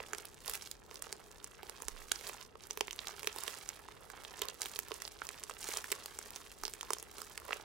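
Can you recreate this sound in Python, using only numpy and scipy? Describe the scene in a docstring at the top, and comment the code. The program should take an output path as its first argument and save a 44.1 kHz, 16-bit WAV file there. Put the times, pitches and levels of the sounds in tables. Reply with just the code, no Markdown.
"""Quiet room: hands knead foamy slime above a glass bowl, just right of a stereo microphone.
The loudest pops, low or high, come one by one: film snap, pocket ring, low puff.
Fainter pockets crackle as short rings in random clumps, denser as the squeeze grows.
Noise bounces and a decaying tap tail return each burst from hands, table, bowl and room.
Elbows now and then jolt the table: decaying low sines over steady air noise."""
import sys
import numpy as np
from scipy import signal
from scipy.fft import rfft, irfft
from scipy.io import wavfile
from scipy.ndimage import uniform_filter1d

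SR = 44100
rng = np.random.default_rng(int(sys.argv[2]) if len(sys.argv) > 2 else 0)


def invert_db(x):
    """Field ratio 10**(x/20) for x, a level in decibels (scalar or array-like)."""
    u = np.asarray(x, float) / 20
    return 10 ** u


def wav_out(sig):
    """Save sig, one row per channel (or a flat mono array), as 16-bit PCM at SR to the path in sys.argv[1]."""
    wavfile.write(sys.argv[1], SR, np.round(np.clip(np.atleast_2d(sig).T, -1, 1) * 32767).astype(np.int16))


N = 336924

# Loudest pops, rms over 3 ms before panning and filters: start_s, snap_db, pocket_hz, ring_db, puff_db
POPS = [(0.0028, -52, 2530, -37.5, -34), (0.1336, -34, 1500, -31, -38), (0.1487, -42, 2230, -39, -42),
        (0.1835, -41, 6000, -42, -44), (0.2537, -40.5, 11600, -46, -55), (0.4795, -32, 9100, -41, -49),
        (0.484, -60, 905, -38.5, -57), (0.4968, -33, 12900, -37, -41), (0.5368, -34.5, 8950, -37, -66),
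        (0.554, -36, 7500, -45, -50), (0.6228, -47, 5400, -42, -50), (0.7137, -34.5, 5170, -43.5, -73),
        (0.912, -47, 2500, -48.5, -45.5), (0.9572, -48, 5200, -43.5, -52), (1.023, -37, 9200, -34.5, -56),
        (1.068, -57, 1500, -48, -41), (1.1267, -37.5, 5130, -33, -40.5), (1.444, -38, 8700, -37.5, -66),
        (1.6314, -42, 3070, -41, -41), (1.6965, -38, 7900, -40.5, -43), (1.8213, -40.5, 7200, -38.5, -42),
        (1.8837, -36, 6750, -29, -35.5), (2.1167, -41, 3560, -27, -60), (2.118, -50, 1510, -30.5, -44),
        (2.119, -33, 6900, -23, -62), (2.1592, -55, 5300, -39, -60), (2.211, -45, 2400, -47, -50),
        (2.2691, -56, 4480, -38.5, -52), (2.2952, -48, 2420, -39, -41.5), (2.555, -61, 1100, -39.5, -41),
        (2.709, -61, 6300, -29.5, -43), (2.7742, -34.5, 960, -35, -35), (2.809, -27.5, 3020, -27, -27.5),
        (2.8815, -46, 2120, -35, -44), (2.9096, -43, 3100, -35, -62), (2.9301, -64, 6600, -37, -59),
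        (2.991, -73, 3860, -31, -54), (3.0711, -45, 4130, -35, -49), (3.0835, -49, 6200, -36, -50),
        (3.1944, -41.5, 5230, -40.5, -60), (3.2314, -37, 2600, -39, -40), (3.2454, -43, 2480, -41, -39.5),
        (3.2731, -26, 6300, -25, -30), (3.362, -38, 7900, -38, -40), (3.3855, -35.5, 5400, -53, -44),
        (3.4365, -37, 7950, -36, -52), (3.4794, -37, 3280, -31, -37), (3.541, -48, 5400, -41.5, -55),
        (3.6904, -35.5, 6760, -34, -52), (3.886, -52, 1110, -40, -47), (4.101, -43.5, 1730, -43.5, -49),
        (4.2498, -47, 3400, -39.5, -44.5), (4.418, -28.5, 7600, -27, -36), (4.4204, -55, 3360, -31, -40),
        (4.4855, -33, 3800, -39, -42), (4.4995, -56, 6600, -41, -51), (4.6085, -42, 5000, -45, -59),
        (4.618, -30, 6350, -32, -52), (4.658, -37, 3150, -37, -61), (4.7601, -38.5, 3300, -38.5, -44),
        (4.7902, -32, 13500, -26.5, -45), (4.9098, -54, 1070, -48, -34.5), (4.9179, -46, 3150, -36, -33),
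        (5.0204, -34.5, 2200, -41, -67), (5.052, -62, 4800, -37, -41.5), (5.0778, -46, 4530, -38.5, -50),
        (5.2187, -66, 1500, -30.5, -54), (5.2694, -38.5, 5860, -39, -70), (5.29, -35.5, 2400, -37.5, -60),
        (5.4374, -36, 6260, -44, -51), (5.497, -38, 1250, -37.5, -44), (5.5104, -48, 3000, -42, -42),
        (5.629, -48, 5500, -42, -52), (5.6426, -48, 6760, -37, -50), (5.6883, -44, 7060, -33, -36),
        (5.772, -33, 6200, -29, -38), (5.8426, -40, 1620, -36, -51), (5.9177, -30, 3050, -32, -45),
        (5.9208, -30.5, 12600, -29.5, -36), (5.9259, -34, 2350, -30.5, -48),
        (6.0594, -37.5, 4860, -44, -43.5), (6.1887, -42, 7350, -35, -41), (6.3609, -39.5, 6500, -42, -44),
        (6.517, -47, 3020, -50, -52), (6.636, -34.5, 1290, -31.5, -44), (6.653, -43, 5100, -29.5, -41),
        (6.68, -36.5, 5530, -38.5, -41), (6.737, -38.5, 6800, -37.5, -47), (6.8108, -36, 3500, -36.5, -65),
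        (6.8304, -38.5, 1130, -37, -47), (6.9053, -32, 1190, -29, -29.5), (6.9337, -29, 7500, -25.5, -64),
        (6.9848, -43, 6050, -44, -52), (7.0272, -40, 8000, -57, -46), (7.183, -42, 5000, -49, -43),
        (7.2176, -35.5, 1300, -40, -46), (7.377, -37, 2160, -39.5, -47), (7.4903, -71, 2030, -44, -35),
        (7.5077, -70, 1350, -31, -35), (7.5229, -58, 2000, -35, -60), (7.53, -45, 2570, -26.5, -34.5)]
# Where the hands work: time_s, left_minus_right_db
HAND_PLACE = [(0, -7), (2.5, -9), (5, -8.5), (6, -4.5), (7.6, -7.5)]
# Crackle colour, relative: freq_hz, level_db_per_hz
FOAM_COLOUR = [(150, -38), (250, -9), (416, 0.5), (644, -7), (1110, -1), (2360, -7), (7760, -8),
               (10200, -15), (14000, -7.5), (15700, -33)]
# Presses: grip_peak_s, crackle_db (before layer and colour gains), swell_s_per_10db, ebb_s_per_10db,
# tilt_db_per_2_octaves
SQUEEZES = [(0.19, -56.5, 0.9, .16, -1), (0.48, -46, 0.03, .06, 6), (0.545, -47, .01, .04, 6),
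            (0.67, -59, 0.3, 0.1, 5.5), (0.93, -58, 0.06, 0.07, 2), (1.05, -55.5, 0.13, 0.19, -1),
            (1.4, -63, 0.5, 0.45, -1), (1.71, -58.5, 0.16, 0.43, -1.5), (2.03, -55.5, 0.33, 0.08, 3.5),
            (2.15, -55, .05, 0.13, 7), (2.28, -48, 0.13, 0.09, 2), (2.42, -56.5, 0.15, .025, 2),
            (2.65, -60, .07, .6, 3), (3.07, -50.5, 0.1, 0.12, 1.5), (3.49, -48.5, 0.27, 0.23, 3),
            (4.22, -58, 0.77, 0.4, -2.5), (4.43, -51, 0.11, 0.1, -2), (4.626, -49.5, 0.03, 0.17, 4),
            (5.03, -54.5, 0.3, 0.06, 4), (5.3, -55, .3, 0.3, 2.5), (5.62, -51, 0.03, 0.18, 5),
            (5.74, -45.5, .12, .12, 4), (5.94, -53, 0.08, 0.24, 1.5), (6.36, -56, .5, 0.22, 3),
            (6.67, -57, 0.15, 0.2, 6.5), (6.9, -55, 0.14, 0.24, 0), (7.15, -54.5, 0.03, 0.32, 3),
            (7.53, -51, 0.12, .13, -2)]
# Near bounces, energy relative to the burst: left_db, right_db
NEAR_DB = [-16, -7.5]
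# Room decay: freq_hz, t60_s
ROOM_DECAY = [(300, 0.2), (2000, 0.26), (12000, 0.13)]
# Room tone colour, relative: freq_hz, level_db_per_hz
AIR_COLOUR = [(12, -39), (28, -3), (40, 2.5), (170, -8), (416, -10), (1110, -17), (4000, -36), (16500, -60)]
# Jolts through the table, level before side gains: start_s, level_db, swing_hz, t60_s
JOLTS = [(.49, -47, 40.2, .15), (1.855, -42, 46, 0.14), (1.91, -46.5, 25.4, 0.69), (6.62, -48, 30.2, 0.3)]
# Left capsule's thinner view of the slime: freq_hz, gain_db
LEFT_SHADE = [(300, -2.5), (2000, -0.5), (10000, 2)]
# Left capsule delay range: min_s, max_s
LEFT_LAG_S = (-2.5e-5, 5.5e-5)

REST_DB, REST_TILT_DB_PER_2_OCT = -72, -8  # foam keeps settling between presses
NEAR_T60_S, ROOM_DB, AIR_DB = 0.015, -20, -62.5
BOWL_HZ, BOWL_T60_S, BOWL_DB = 415, 0.035, 3


def unit(x):
    """Scales to energy 1."""
    return x / np.sqrt(np.sum(x ** 2) + 1e-20)


def read(points, hz):
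    """Reads a table on a log-frequency axis."""
    f, value = np.transpose(points)
    return np.interp(np.log(hz + 1), np.log(f + 1), value)


def sides(pan_db):
    """Left and right gains of constant total power."""
    left = invert_db(pan_db)
    return np.array([left, np.ones_like(left)]) / np.sqrt(1 + left ** 2)


def lag_samples(u):
    """Left capsule delay for a draw u in 0-1."""
    return round(np.interp(u, (0, 1), LEFT_LAG_S) * SR)


def add(mix, start_s, sound):
    """Mixes a stereo sound in at start_s."""
    part = mix[:, round(start_s * SR):][:, :sound.shape[1]]
    part += sound[:, :part.shape[1]]


def ring(hz, cycles, phase_turns, end_ratio=0.94, size=900):
    """Air pocket: a few decaying cycles, pitch sliding from hz to end_ratio * hz."""
    turns = np.arange(size) * hz / SR
    decay = np.exp(-turns / cycles)
    bend = end_ratio * turns - (end_ratio - 1) * cycles * (1 - decay)
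    onset = (1 - np.exp(-6 * turns)) ** 2
    return unit(np.sin(2 * np.pi * (bend + phase_turns)) * decay * onset)


def room_tone():
    """Steady coloured air noise, mostly unrelated left and right."""
    hz = np.fft.rfftfreq(N, 1 / SR)
    shared, own = rng.standard_normal(N), rng.standard_normal((2, N))
    air = irfft(rfft(own + 0.48 * shared) * invert_db(read(AIR_COLOUR, hz)), N)
    return invert_db(AIR_DB) * air / air.std() * invert_db([[1], [-1]])


def grip():
    """Presses swell and ebb at steady dB rates and add in power, which also weights the tilt."""
    t = np.arange(0, N + 64, 64) / SR
    peak_s, db, swell_s, ebb_s, tilt_db = np.transpose(SQUEEZES)[:, :, None]
    power = invert_db(db - 10 * np.maximum((peak_s - t) / swell_s, (t - peak_s) / ebb_s)) ** 2
    rest = invert_db(REST_DB) ** 2
    total = power.sum(0) + rest
    tilt = ((power * tilt_db).sum(0) + rest * REST_TILT_DB_PER_2_OCT) / total
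    return [np.interp(np.arange(N) / SR, t, curve) for curve in (10 * np.log10(total), tilt)]


def crackle(db, per_s, denser, spread_db, clump_db, clump_s, cycles, bright_db_per_oct=0,
            span_hz=(350, 15000), count=30):
    """Fainter pockets burst at random, in clumps; a harder squeeze bursts more a second."""
    level_db, tilt_db = grip()
    clumps = uniform_filter1d(rng.standard_normal(N), round(clump_s * SR))
    clumps = invert_db(clump_db * clumps / clumps.std())
    more = invert_db(denser * (level_db + 56.5))
    burst = rng.random(N) < per_s / SR * more * clumps / clumps.mean()
    strength = invert_db(spread_db * np.minimum(rng.exponential(1, N), 4)) * rng.choice([-1, 1], N)
    # burst count must not change the mean power
    strength *= burst / np.sqrt(np.mean(strength ** 2) * per_s / SR * more)
    pan_db = np.interp(np.arange(N) / SR, *np.transpose(HAND_PLACE))
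    place = sides(pan_db + 5 * rng.standard_normal(N))
    # pitch band drifts, so bursts close in time tend to ring alike
    drift = np.cumsum(rng.standard_normal(N)) * 0.02
    band = ((drift + 0.6 * rng.random(N)) % 1 * count).astype(int)
    out = np.zeros((2, N))
    for k, hz in enumerate(np.geomspace(*span_hz, count)):
        octaves = np.log2(hz / 3000)
        colour_db = read(FOAM_COLOUR, hz) - read(FOAM_COLOUR, 4600)
        slope_db = 2.94 + tilt_db / 2 + bright_db_per_oct
        loud = invert_db(level_db + db + colour_db + slope_db * octaves)
        grain = ring(hz, cycles * (0.5 + rng.random()), rng.random(), size=500)
        pair = np.array([np.roll(grain, lag_samples(rng.random())), grain])
        out += signal.oaconvolve(place * strength * loud * (band == k), pair, axes=1)[:, :N]
    return out


def pops():
    """Stretched film tears, then snaps; the pocket rings, longer behind a soft snap; air puffs low."""
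    lead = 200  # samples of tearing ahead of the snap
    out, t = np.zeros((2, N + lead)), np.arange(900) / SR
    for (start_s, snap_db, hz, ring_db, puff_db), u in zip(POPS, rng.random((len(POPS), 1107))):
        tears = (u[7 + lead:] - 0.5) ** 3 * np.exp(-t / (0.00017 + 0.0011 * u[4] ** 2))
        tears[0] = 0.041 * np.sign(u[0] - 0.5)
        top_hz = np.clip(8500 + 0.8 * hz, 6000, 18000)  # film over a higher pocket snaps brighter
        snap = unit(signal.lfilter(*signal.butter(1, [4000, top_hz], "band", fs=SR), tears))

        cycles = 1.0 + 0.018 * np.clip(ring_db - snap_db, 0, 30)
        short_ring = ring(min(hz, 2600) * (1.06 + 0.53 * u[2]), 0.25, u[1])
        pocket = unit(ring(hz, cycles, u[1]) + 0.4 * short_ring)
        puff = unit(ring(459, 1.04, u[1]) + 0.81 * ring(800 + 350 * u[4], 0.77, u[3]))
        pop = invert_db(snap_db) * snap + invert_db(ring_db) * pocket + invert_db(puff_db) * puff

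        # sparse fainter copies build up to the pop
        before = (2 * u[7:7 + lead] - 1) ** 21 * np.exp(-t[lead - 1::-1] / 0.0011)
        pop = signal.oaconvolve(np.append(0.24 * before, 1), pop)
        pair = np.array([np.roll(pop, lag_samples(u[5])), pop])
        pan_db = np.interp(start_s, *np.transpose(HAND_PLACE)) + 6 * (u[6] - 0.5)
        # unit energy to unit rms over 3 ms
        add(out, start_s, np.sqrt(0.003 * SR) * sides(pan_db)[:, None] * pair)
    return out[:, lead:]


def near():
    """Dense decaying bounces off hands, bowl and table, from 1.1 ms on."""
    t = np.arange(1500) / SR
    bounces = rng.standard_normal((2, len(t))) * invert_db(-60 * t / NEAR_T60_S) * (t > 0.0011)
    return invert_db(NEAR_DB)[:, None] * bounces / np.linalg.norm(bounces, axis=1)[:, None]


def room():
    """Sparse taps of random sign, each band dying at its own speed."""
    taps = np.zeros((2, SR // 2))
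    at = np.arange(260, SR // 2 - 20, 20)
    at = at + rng.integers(0, 20, (2, len(at)))
    np.put_along_axis(taps, at, rng.choice([-1., 1.], at.shape), 1)
    hz, t, z = signal.stft(taps, SR, nperseg=256)
    decay = invert_db(-60 * t / read(ROOM_DECAY, hz)[:, None])
    tail = signal.istft(z * decay, SR, nperseg=256)[1]
    return invert_db(ROOM_DB) * tail / np.linalg.norm(tail[0])


def bowl(hz):
    """Bowl air resonance: response that lifts a narrow band of all indirect sound."""
    damping = BOWL_T60_S * 2 * np.pi / np.log(1000)
    return 1 + invert_db(BOWL_DB) / (1 + 1j * (hz - BOWL_HZ) * damping)


def jolts():
    """Table and stand swing slowly after an elbow's nudge: decaying sines, stronger on the right."""
    out, t = np.zeros((2, N)), np.arange(SR // 2) / SR
    for start_s, db, hz, t60_s in JOLTS:
        swing = np.sin(2 * np.pi * hz * t) * invert_db(db - 60 * t / t60_s) * (1 - np.exp(-t / 0.011))
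        add(out, start_s, -np.array([[0.2], [1.7]]) * swing)
    return out


def scene():
    """Bursts and near bounces lean right, the room tail is even; bounces keep changing pattern."""
    fizz = crackle(db=-0.5, per_s=3700, denser=0.8, spread_db=2, clump_db=6, clump_s=0.0091, cycles=0.46)
    ticks = crackle(db=2.5, per_s=280, denser=0.37, spread_db=3, clump_db=6.5, clump_s=0.0033,
                    cycles=0.65)
    # finest foam
    hiss = crackle(db=-8.5, per_s=7000, denser=0.6, spread_db=1, clump_db=3.5, clump_s=0.022,
                   cycles=0.62, bright_db_per_oct=1.5, span_hz=(1500, 15500), count=12)
    # wet folds
    gurgle = crackle(db=-3.0, per_s=220, denser=0.8, spread_db=2.5, clump_db=7, clump_s=0.015,
                     cycles=1.2, span_hz=(430, 1600), count=12)
    hz, t = np.fft.rfftfreq(N, 1 / SR), np.arange(N) / SR
    no_bass = hz ** 4 / (hz ** 4 + 320 ** 4)  # small sources radiate no bass
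    slime = irfft(rfft(pops() + fizz + ticks + hiss + gurgle) * no_bass, N)
    slime[0] = irfft(rfft(slime[0]) * invert_db(read(LEFT_SHADE, hz)), N)
    whole, around = slime.sum(0)[None] / np.sqrt(2), room_tone()
    for k in range(10):  # ten random echo patterns, crossfaded 50 ms apart, cycling every 0.5 s
        share = np.cos(np.pi / 2 * np.clip((20 * t + k) % 10 - 5, -1, 1))
        back = room()
        back[:, :1500] += near()
        around += signal.oaconvolve(whole * share, back, axes=1)[:, :N]
    return slime + irfft(rfft(around) * bowl(hz), N) + jolts()


def low_pass(x):
    """Removes everything above the highest recorded frequency."""
    return signal.sosfilt(signal.butter(12, 16980, fs=SR, output="sos"), x)


def record(dry):
    """Linear-phase low-pass at 16050 Hz on the finished mix."""
    edge = signal.firwin(255, 16050, window=("kaiser", 9), fs=SR)
    mix = signal.oaconvolve(dry, edge[None], "same", axes=1)
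    return low_pass(mix)


dry = scene()
out = record(dry)
wav_out(out)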